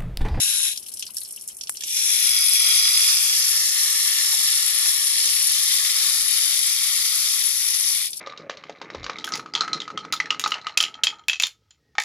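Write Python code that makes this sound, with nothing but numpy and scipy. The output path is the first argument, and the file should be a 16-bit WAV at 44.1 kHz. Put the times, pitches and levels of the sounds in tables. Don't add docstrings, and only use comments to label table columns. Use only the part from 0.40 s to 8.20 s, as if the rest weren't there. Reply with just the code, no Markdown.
import sys
import numpy as np
from scipy import signal
from scipy.fft import rfft, irfft
from scipy.io import wavfile
from scipy.ndimage import uniform_filter1d

SR = 44100
rng = np.random.default_rng(int(sys.argv[2]) if len(sys.argv) > 2 else 0)


def boost_factor(decibels):
    exponent = np.asarray(decibels, float) / 20
    return 10 ** exponent


def bounce(signal):
    frames = np.transpose(np.atleast_2d(signal))
    limited = np.clip(frames, -1, 1)
    pcm = np.round(limited * 32767).astype(np.int16)
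    wavfile.write(sys.argv[1], SR, pcm)


N = 343980
T = np.arange(N) / SR
HZ = np.fft.rfftfreq(2048, 1 / SR)

# (start [s], end [s])
SHUT = [
    (0.3, 1.5),
    (7.68, 7.85),
]


def shape(points, hz):
    f, db = np.transpose(points)
    return np.interp(np.log(hz + 1), np.log(f + 1), db)


def colour(x, db):
    cepstrum = irfft(db * np.log(10) / 20)
    cepstrum[:, 1:1024] *= 2
    cepstrum[:, 1024:] = 0
    return signal.oaconvolve(x, irfft(np.exp(rfft(cepstrum))), axes=1)


def walk(rate):
    hold = int(SR / rate)
    steps = np.repeat(rng.standard_normal(N // hold + 1), hold)
    return uniform_filter1d(uniform_filter1d(steps, hold), hold)[:N]


def curve(tables, column, outside):
    total = outside
    for table in tables:
        times, values = np.array(table).T[[0, column]]
        total = total + np.interp(T, times, values, left=outside, right=outside) - outside
    return total


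def patter(rate, spread_db, t60):
    size_db = spread_db * np.minimum(rng.exponential(size=N), 4)
    lands = (rng.random(N) < rate / SR) * boost_factor(2 * size_db)
    decay = 1e-6 ** (1 / (t60 * SR))
    power = signal.lfilter([1], [1, -decay], lands) + 1e-12
    return np.sqrt(power / power.mean())


def leaning(db):
    return boost_factor(np.array([db / 2, -db / 2]))


def hum():
    # (frequency [Hz], level [dB per Hz])
    rumble = [(12, -52), (45, -2.5), (204, -2), (288, -4), (382, -1.5), (517, -6.5), (659, -6),
              (1050, -12.5), (1160, -10.5), (1810, -16), (2500, -8), (3250, -40), (5500, -120)]
    # (frequency [Hz], side minus mid [dB])
    rumble_side = [(30, -27), (60, -19), (125, -14), (250, -13), (500, -4), (1200, -2)]
    rumble_db, tone_hz, tone_db = -63, 209, -76

    hz = np.fft.rfftfreq(N, 1 / SR)
    mid, side = rfft(rng.standard_normal((2, N))) * boost_factor(shape(rumble, hz))
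    mid, side = irfft([mid, side * boost_factor(shape(rumble_side, hz))], N)
    swell_db = .7 * walk(3)
    gain = boost_factor(rumble_db + swell_db) / np.std(mid)
    phase = 2 * np.pi * tone_hz * np.cumsum(1 + 0.015 * walk(6.5)) / SR
    tone = boost_factor(tone_db + 3.5 * walk(3.7)) * np.sin(phase)
    return gain * np.array([mid + side, mid - side]) + tone


def knocks():
    # (time [s], peak [dB], low edge [Hz], high edge [Hz], t60 [s])
    raps = [(.69, -50, 980, 1400, 0.067), (.77, -52, 1540, 2000, 0.064), (0.974, -37.5, 2670, 3170, 0.02),
            (1.2955, -20.5, 900, 11000, 0.00092), (1.438, -55, 400, 1500, .008),
            (2.22, -47.5, 603, 1100, 0.24), (3.93, -35.5, 624, 1450, 0.09), (4.011, -36, 250, 3500, 0.0052),
            (4.455, -40, 600, 1400, 0.09), (4.84, -46.5, 150, 700, 0.11), (4.875, -47, 420, 676, 0.13),
            (5.51, -51, 149, 450, 0.034), (6.911, -53, 200, 696, 0.069), (4.457, -24.5, 1100, 2900, 0.029),
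            (0.183, -16.5, 7700, 10500, 0.023), (1.418, -44, 1700, 2000, 0.045)]
    dry_below_s, near_pan_db, pot_pan_db = .02, 34.5, 9

    out = np.zeros((2, N))
    t = T[:8192]
    for s, db, low_hz, high_hz, t60 in raps:
        i = int(s * SR)
        is_dry = t60 < dry_below_s
        blow = rng.standard_normal(len(t)) * 1e-3 ** (t / t60)
        if is_dry:
            blow[0] = 4
        band = signal.butter(2 if is_dry else 3, (low_hz, high_hz), "band", fs=SR, output="sos")
        rap = signal.sosfilt(band, blow)
        gains = boost_factor(db) * leaning(near_pan_db if is_dry else pot_pan_db)
        out[:, i:i + len(t)] += np.outer(gains, rap / abs(rap).max())
    return out


def plinks():
    # (time [s], peak [dB], pitch [Hz], left minus
    # right [dB])
    ringing_drops = [(0.36, -29, 4140, -2.5), (0.3743, -26, 5120, -2.5), (0.4261, -26, 5150, -1.5),
                     (0.462, -38, 5090, -3), (0.484, -28, 4200, 5), (0.5179, -28, 5280, 0.5),
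                     (0.535, -32, 5420, -1.5), (0.57, -23, 5660, 4), (0.5946, -31, 5690, -0.5),
                     (0.6248, -17, 5970, 8), (0.6656, -21.5, 5040, 0.0), (0.7, -32, 2920, 9),
                     (0.743, -33, 6660, -1.5), (0.7695, -25, 5770, -3), (0.8146, -23, 4140, 6),
                     (0.848, -38, 5450, -0.5), (0.8557, -25, 5170, 0.0), (0.936, -28, 5440, -2.5),
                     (0.9614, -31, 5580, 0.5), (0.975, -37, 3130, 6), (1.0108, -34, 5310, -3.5),
                     (1.0757, -34, 7040, -2.0), (1.086, -19, 7290, 0.5), (1.167, -45, 5420, -7.5),
                     (1.1834, -44, 5430, 2.0), (1.21, -29, 4480, 1), (1.2104, -27, 5450, -1.0),
                     (1.235, -28, 5090, 2), (1.272, -30, 5370, 0.5), (1.292, -30, 7220, 4),
                     (1.3435, -35, 7150, 1.5), (1.355, -31, 7110, -2.0), (1.371, -18, 5400, 1),
                     (1.4079, -39, 4200, 7.0), (1.408, -24, 3270, 8), (1.436, -13, 6450, -1),
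                     (1.4698, -27, 3470, 2.5), (1.4837, -24, 3500, 4), (0.462, -29.5, 3000, 7),
                     (0.6045, -23, 5200, 0), (0.625, -27, 3200, -1), (0.677, -27, 4500, 2),
                     (0.986, -28, 5500, 0), (1.099, -34, 3100, 8), (1.112, -28.5, 5500, 0),
                     (1.348, -31, 3090, 5), (1.272, -38, 3220, 2),
                     (7.7313, -34, 5280, -2), (7.7733, -27, 4440, 1.5), (7.7924, -26, 4800, 1.5),
                  (7.7313, -30, 3500, -1), (7.692, -24, 4900, 0)]
    trim_db, t60_s, relative_width = -6.5, 0.062, 0.11

    t = T[:4096]
    out = np.zeros((2, N + 4096))
    for s, db, hz, pan_db in ringing_drops:
        i = int(s * SR)
        blow = rng.standard_normal((2, len(t))) * 1e-3 ** (t / t60_s)
        resonance = signal.iirpeak(hz, 1 / relative_width, fs=SR)
        ring = signal.lfilter(*resonance, blow + blow[0])
        out[:, i:i + len(t)] += boost_factor(db + trim_db) * leaning(pan_db)[:, None] * ring / abs(ring).max()
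    return out[:, :N]


def drips():
    # (time [s], peak [dB], body against fizz [dB], left minus right [dB])
    splats = [(0.36, -36, 2.5, 6), (0.374, -13.5, -10.5, 7), (0.4234, -39, -5, -8), (0.463, -18.5, -15, 5),
              (0.538, -11, -23, -1), (0.571, -19, -13, 5), (0.594, -10.5, -16.5, 4), (0.624, -31, 6, 4.5),
              (0.665, -26.5, -4, 2), (7.7924, -41, -1, 6), (0.704, -22, -21, 15), (0.768, -8, -17, -1),
              (0.782, -13.5, -14.5, 5), (0.848, -22, -11.5, 4), (0.961, -21, -17, 6), (0.9844, -34, -9, 3),
              (1.0104, -18, -19, 2), (1.086, -17.5, -20, 1), (1.21, -22, -3, 3.5), (1.2345, -20.5, -7.5, 4),
              (1.271, -32.5, 3, 2), (1.2938, -5.5, -34, -1), (1.3555, -21, -15, 10), (1.369, -18, -11, 0),
              (1.407, -17.5, -9.5, 8), (1.422, -27, -2, -1), (1.4352, -24.5, 0.5, -2), (1.481, -26, 0, 2),
              (7.731, -38.5, 7, 3), (7.7724, -22, -9.5, 4)]
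    # (time [s], peak [dB])
    ticks = [(0.4835, -13), (0.4885, -18), (0.541, -20), (0.7678, -10), (0.772, -16), (1.2936, -3.5),
             (0.913, -22), (0.5172, -24), (0.6754, -21), (0.745, -14.5), (0.805, -11), (0.8154, -15),
             (0.834, -12), (0.8774, -20), (0.8869, -15), (0.908, -15), (0.924, -12), (1.0204, -15),
             (1.0394, -37), (1.076, -6), (1.1124, -42), (1.147, -20), (1.1679, -13), (1.1844, -33),
             (1.3219, -15), (1.3397, -17), (1.4616, -27), (7.7057, -12), (0.604, -22), (0.718, -24),
             (0.9619, -13), (1.138, -30), (1.2587, -28), (2.894, -4), (4.0104, -14), (4.4374, -8),
             (4.4813, -5), (5.027, -3), (5.07, 0), (1.704, -14), (7.7437, -34), (7.7534, -38), (7.7684, -8),
             (7.68, -33), (7.692, -30)]
    dribble_db, drain_db_per_s = (-41, -52.5, -52.5), (-5.5, -2, -11)
    fade_s, trickle = 0.027, 0.088
    splat_db, per_body = np.array((-13, -1, -4)), np.array((0, 1, 1.9))
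    splat_t60_s, tick_t60_s, front_s = 0.02, 0.011, 0.0011
    spatter_db, spatter_t60_s = -10.5, 0.087
    tick_body_db, tick_pan_db = -50, 3.5

    thin = patter(110, 2.2, .035)
    power = np.zeros((4, 2, N))
    for k, (db, drain_db) in enumerate(zip(dribble_db, drain_db_per_s)):
        own = patter(300 / (k + 1), 2.1, .02)
        pulses = trickle / (k + 1) + np.sqrt(thin) * own ** 1.3
        for a, b in SHUT:
            shut = np.clip(np.minimum(T - a, b - T) / fade_s, 0, 1)
            power[k] += (shut * boost_factor(db + drain_db * (T - a))) ** 2 * pulses

    drops = [(*row, splat_t60_s) for row in splats]
    drops += [(s, db, tick_body_db, tick_pan_db, tick_t60_s) for s, db in ticks]
    for s, db, body_db, pan_db, t60 in drops:
        i = int(s * SR)
        t = T[:min(8192, N - i)]
        fall = 1e-6 ** (t / t60) + boost_factor(2 * spatter_db) * 1e-6 ** (t / spatter_t60_s)
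        fall *= 1 - np.exp(-t / front_s)
        heard = boost_factor(db + splat_db + body_db * per_body)[:, None] * leaning(pan_db - 4)
        power[:3, :, i:i + len(fall)] += heard[:, :, None] ** 2 * fall
    return np.sqrt(power)


def spray():
    # (time [s], flow [dB], aim at leaves [dB], left minus right [dB])
    squeezes = [
        [(0.0, -0.5, -1, 4), (0.28, -1, -6, 3), (0.33, -10, -4, 4), (0.41, -46, -13, -4)],
        [(1.37, -41, -4, -1), (1.48, -10, -3.5, -1.5), (1.57, -1.5, 1.5, -1.5), (1.78, -0.5, 1, 0.5),
         (2.36, 3.5, 0.5, 1.5), (2.6, 2, 2, 0), (2.95, -0.5, 0.5, 0), (3.6, 1, -2, 0), (4.45, 1.5, -2.5, -0.5),
         (4.7, -1.5, -1, 0.5), (5.07, -1, -2.5, 0.5), (5.25, -2, 0, 1.5), (6.0, 0, -1.5, 2), (7.5, -2.5, -1, 2),
         (7.62, 0, -12, 1.5), (7.67, -5, -11, -0.5), (7.71, -26, -14, 0)],
    ]
    layer_db = -25.5, -27.5, -32, -45.5
    per_flow, per_aim = (0.78, 0.9, 0.75, 1.87), (0.13, 0.65, 0.022, 0.52)

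    surge_db = .5 * walk(25)
    flow_db, aim_db, pan_db = curve(squeezes, 1, -200), curve(squeezes, 2, 0), curve(squeezes, 3, 0)
    layers = []
    for db, by_flow, by_aim in zip(layer_db, per_flow, per_aim):
        level_db = db + by_flow * flow_db + by_aim * aim_db
        drops = patter(4000, 2.6, .012)
        flicker_db = .8 * walk(20)
        layers.append(boost_factor(level_db) * drops * boost_factor(surge_db + flicker_db) * leaning(pan_db))
    return np.array(layers)


def echoes(places):
    lags = rng.uniform(.0015, .009, (places, 2, 1, 6))
    reflected = .07 * np.exp(-2j * np.pi * HZ[:, None] * lags).sum(axis=3)
    return 20 * np.log10(abs(1 + reflected) + .1)


def water(envelopes):
    # (frequency [Hz], level [dB])
    left_port = [(120, -60), (300, -49), (600, -47), (900, -34), (1100, -22), (1600, -24), (1900, -14),
                 (2800, -16), (3300, -10), (6500, -9), (8800, -22), (9600, -12), (10300, 0), (11800, -7),
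                 (12900, -21), (13600, -24), (15100, -24), (15200, -32)]
    # (frequency [Hz], level [dB])
    right_port = [(120, -60), (300, -50), (600, -49), (900, -38), (1150, -27), (1600, -30), (2300, -16),
                  (3400, -19), (5000, -10), (7600, -14), (8800, -7), (9500, -19), (10200, -36),
                  (11300, -23), (12300, -28), (12500, -36)]
    # (centre [Hz], width [Hz], left [dB], right [dB])
    back_pot = [(1590, 330, 13, 16), (2780, 1170, 16, 20.5), (3850, 510, 13.5, 25), (4320, 310, 3, -23),
                (5500, 600, 5, 13.5), (7040, 1700, 4, 6), (10250, 230, 2, 3), (11000, 410, -2, 8),
                (11900, 960, -6, 0), (14700, 1500, -5, -6)]
    first_drips = [(2000, 750, -16, -22), (2900, 920, 14, 10), (4200, 250, 6, -8), (5530, 420, -9, 11.5),
                   (8500, 1200, -13, 3.5)]
    jet_returns = [(1000, 640, -11, -14), (2400, 320, 9.5, 8), (2820, 300, 5, 6), (3490, 380, 11.5, 12),
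                   (4570, 250, -9, -6), (5620, 310, 8, 10), (6400, 290, 5, -4), (8200, 600, 4, 3),
                   (10500, 700, 1.5, 6)]
    pot_rim = [(940, 450, -6.5, -9), (1700, 93, -8, -3), (2350, 580, 11.5, 9), (3000, 1340, 6.5, 12.5),
               (3380, 280, 13, 6), (3930, 920, 3, 6), (5000, 240, 0, 12), (5000, 390, 4, 5),
               (5780, 160, 6, 13), (6230, 170, 2, -26), (8800, 670, 3, 1.5), (10900, 780, -2.5, 6)]
    cactus_far = [(960, 260, -7, -4), (1136, 57, 7, -2), (1560, 180, -1.5, -6), (1782, 94, 6, 6),
                  (2510, 180, -2.5, -6.5), (3300, 210, 2, 5), (3670, 47, 5, 0), (4130, 170, 6.5, -2.5),
                  (4580, 690, -7.5, 2), (5400, 150, 4.5, 6.5), (6500, 300, 0, -8), (7170, 400, 4.5, 1.5),
                  (7900, 510, -8, 1), (11000, 1100, -0.5, 0)]
    cactus_near = [(980, 97, -9, -3), (1110, 68, 2.5, -3), (1574, 82, -3.5, -3), (2380, 240, -0.5, 4),
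                   (2647, 83, -4.5, 0), (3000, 600, 2, 0), (4140, 100, -1, -2), (3630, 220, 4.5, 8),
                   (4500, 150, 3, 7), (5100, 180, -6.5, 6), (5660, 210, 5, -2), (6470, 440, -7, 4.5),
                   (8000, 770, 3, -3), (9400, 370, 1.5, -4), (10300, 540, -0.5, 9),
                   (11150, 1200, -4.5, 1.5)]
    last_drips = [(1900, 930, -11, -19), (4570, 800, 1, 5)]
    # (start [s], crossfade [s], hollows)
    places = [(0, .1, back_pot), (.36, .08, first_drips), (1.46, .12, jet_returns), (1.8, .25, pot_rim),
              (2.85, .7, cactus_far), (5.2, 1.2, cactus_near), (7.7, .08, last_drips)]
    layer_edges_hz = 7500, 4500, 1700
    shared, right_lag = (.25, .5, .6, .8), (1, 3, 4, 3)

    lowpass = [1] + [1 / (1 + (HZ / edge) ** 12) for edge in layer_edges_hz] + [0]
    ports_db = np.array([shape(left_port, HZ), shape(right_port, HZ)])
    arrived = [np.clip((T - s) / move + .5, 0, 1) if s > 0 else 1 for s, move, _ in places]
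    arrived.append(0)
    ripple_db = echoes(len(places))
    out = np.zeros((2, N + len(HZ) * 2))
    for j, (envelope, share) in enumerate(zip(envelopes, shared)):
        both, left, right = rng.standard_normal((3, N))
        common = np.array([both, np.roll(both, right_lag[j])])
        noise = np.sqrt(share) * common + np.sqrt(1 - share) * np.array([left, right])
        band_db = 10 * np.log10(lowpass[j] - lowpass[j + 1] + 1e-6)
        for k, (_, _, hollows) in enumerate(places):
            db = ripple_db[k] + ports_db + band_db
            for hz, width, *boost_db in hollows:
                db += np.outer(boost_db, 1 / (1 + (2 * (HZ - hz) / width) ** 2))
            db -= 10 * np.log10(np.mean(boost_factor(db) ** 2) / 2)
            here = np.maximum(arrived[k] - arrived[k + 1], 0) ** .7
            a, b = np.flatnonzero(here)[[0, -1]]
            heard = colour((noise * envelope * here)[:, a:b], db)
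            out[:, a:a + heard.shape[1]] += heard
    return out[:, :N]


def sway(wet):
    # (time [s], high hollow [Hz], high hollow [dB], middle hollow [Hz])
    aim = [(1.5, 10500, -1, 5620), (1.95, 10500, 3.5, 5550), (2.45, 10330, 5, 5700), (2.75, 9600, -1, 5800),
           (3.1, 10200, 5.5, 5740), (3.5, 10500, -3, 5660), (3.9, 10600, -4, 5360), (4.2, 11100, 5, 5500),
           (4.4, 10300, 7, 5440), (5.1, 10500, 2.5, 5430), (5.3, 10250, -8, 5000), (6.0, 10300, 7.5, 5100),
           (6.6, 10300, 4, 5150), (7.2, 10250, 5, 5240), (7.7, 10300, -1, 5370)]
    # (time [s], lowest splash [Hz])
    low_edge = [(0.24, 900), (0.3, 1220), (0.34, 1900), (0.4, 2100), (1.44, 2130), (1.5, 1900),
                (1.56, 1390), (1.63, 940), (1.8, 570), (7.5, 600), (7.6, 1100), (7.68, 1700), (7.74, 2200)]
    high_width_hz, middle_width_hz, middle_db = 143, 550, 3
    under_edge_db = -2.5
    shimmer_db, patch_bins, patch_frames = 1.1, 5, 25

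    hz, t, z = signal.stft(wet, SR, nperseg=1024)
    hz = hz[:, None]
    s, high_hz, high_db, middle_hz = np.transpose(aim)

    def bump(centre, width):
        return 1 / (1 + (2 * (hz - np.interp(t, s, centre)) / width) ** 2)

    db = np.interp(t, s, high_db) * bump(high_hz, high_width_hz)
    db += middle_db * bump(middle_hz, middle_width_hz)
    db *= t > SHUT[0][1]
    db += under_edge_db / (1 + (hz / np.interp(t, *np.transpose(low_edge))) ** 10)
    patches = rng.standard_normal(db.shape)
    for axis, size in ((0, patch_bins), (0, patch_bins), (1, patch_frames), (1, patch_frames)):
        patches = uniform_filter1d(patches, size, axis=axis)
    db += shimmer_db * patches / patches.std()
    return signal.istft(z * boost_factor(db), SR, nperseg=1024)[1][:, :N]


def scene():
    splash = sway(water(np.hypot(spray(), drips())))
    return splash + knocks() + hum() + plinks()


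def roll_off(x):
    return signal.sosfilt(signal.butter(12, 16510, fs=SR, output="sos"), x)


def record(dry):
    peak, top_hz = .7, 15520
    masked_hz, mask_db = 9500, -29
    valley_db, valley_low_hz, valley_high_hz = -4.7, 500, 15100

    rounded = dry / (1 + (dry / peak) ** 10) ** .1
    hz, _, z = signal.stft(rounded, SR, nperseg=2048)
    hz = hz[:1024, None]
    bins = z[:, :1024]

    power = (abs(bins) ** 2).reshape(2, 64, 16, -1).mean(axis=2)
    power = uniform_filter1d(power, 3)
    kept = np.repeat(power > boost_factor(2 * mask_db) * power.max(axis=(0, 1)), 16, axis=1)
    bins *= (kept | (hz < masked_hz)) & (hz < top_hz)

    fine = (abs(bins) ** 2).reshape(2, 256, 4, -1).sum(axis=(0, 2))
    fine = uniform_filter1d(fine, 2)
    hills = np.exp(uniform_filter1d(np.log(fine + 1e-20), 9, axis=0))
    valley = np.repeat(fine < boost_factor(valley_db) ** 2 * hills, 4, axis=0)
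    bins *= ~(valley & (hz > valley_low_hz) & (hz < valley_high_hz))
    mix = signal.istft(z, SR, nperseg=2048)[1][:, :N]
    return roll_off(mix)


dry = scene()
out = record(dry)
bounce(out)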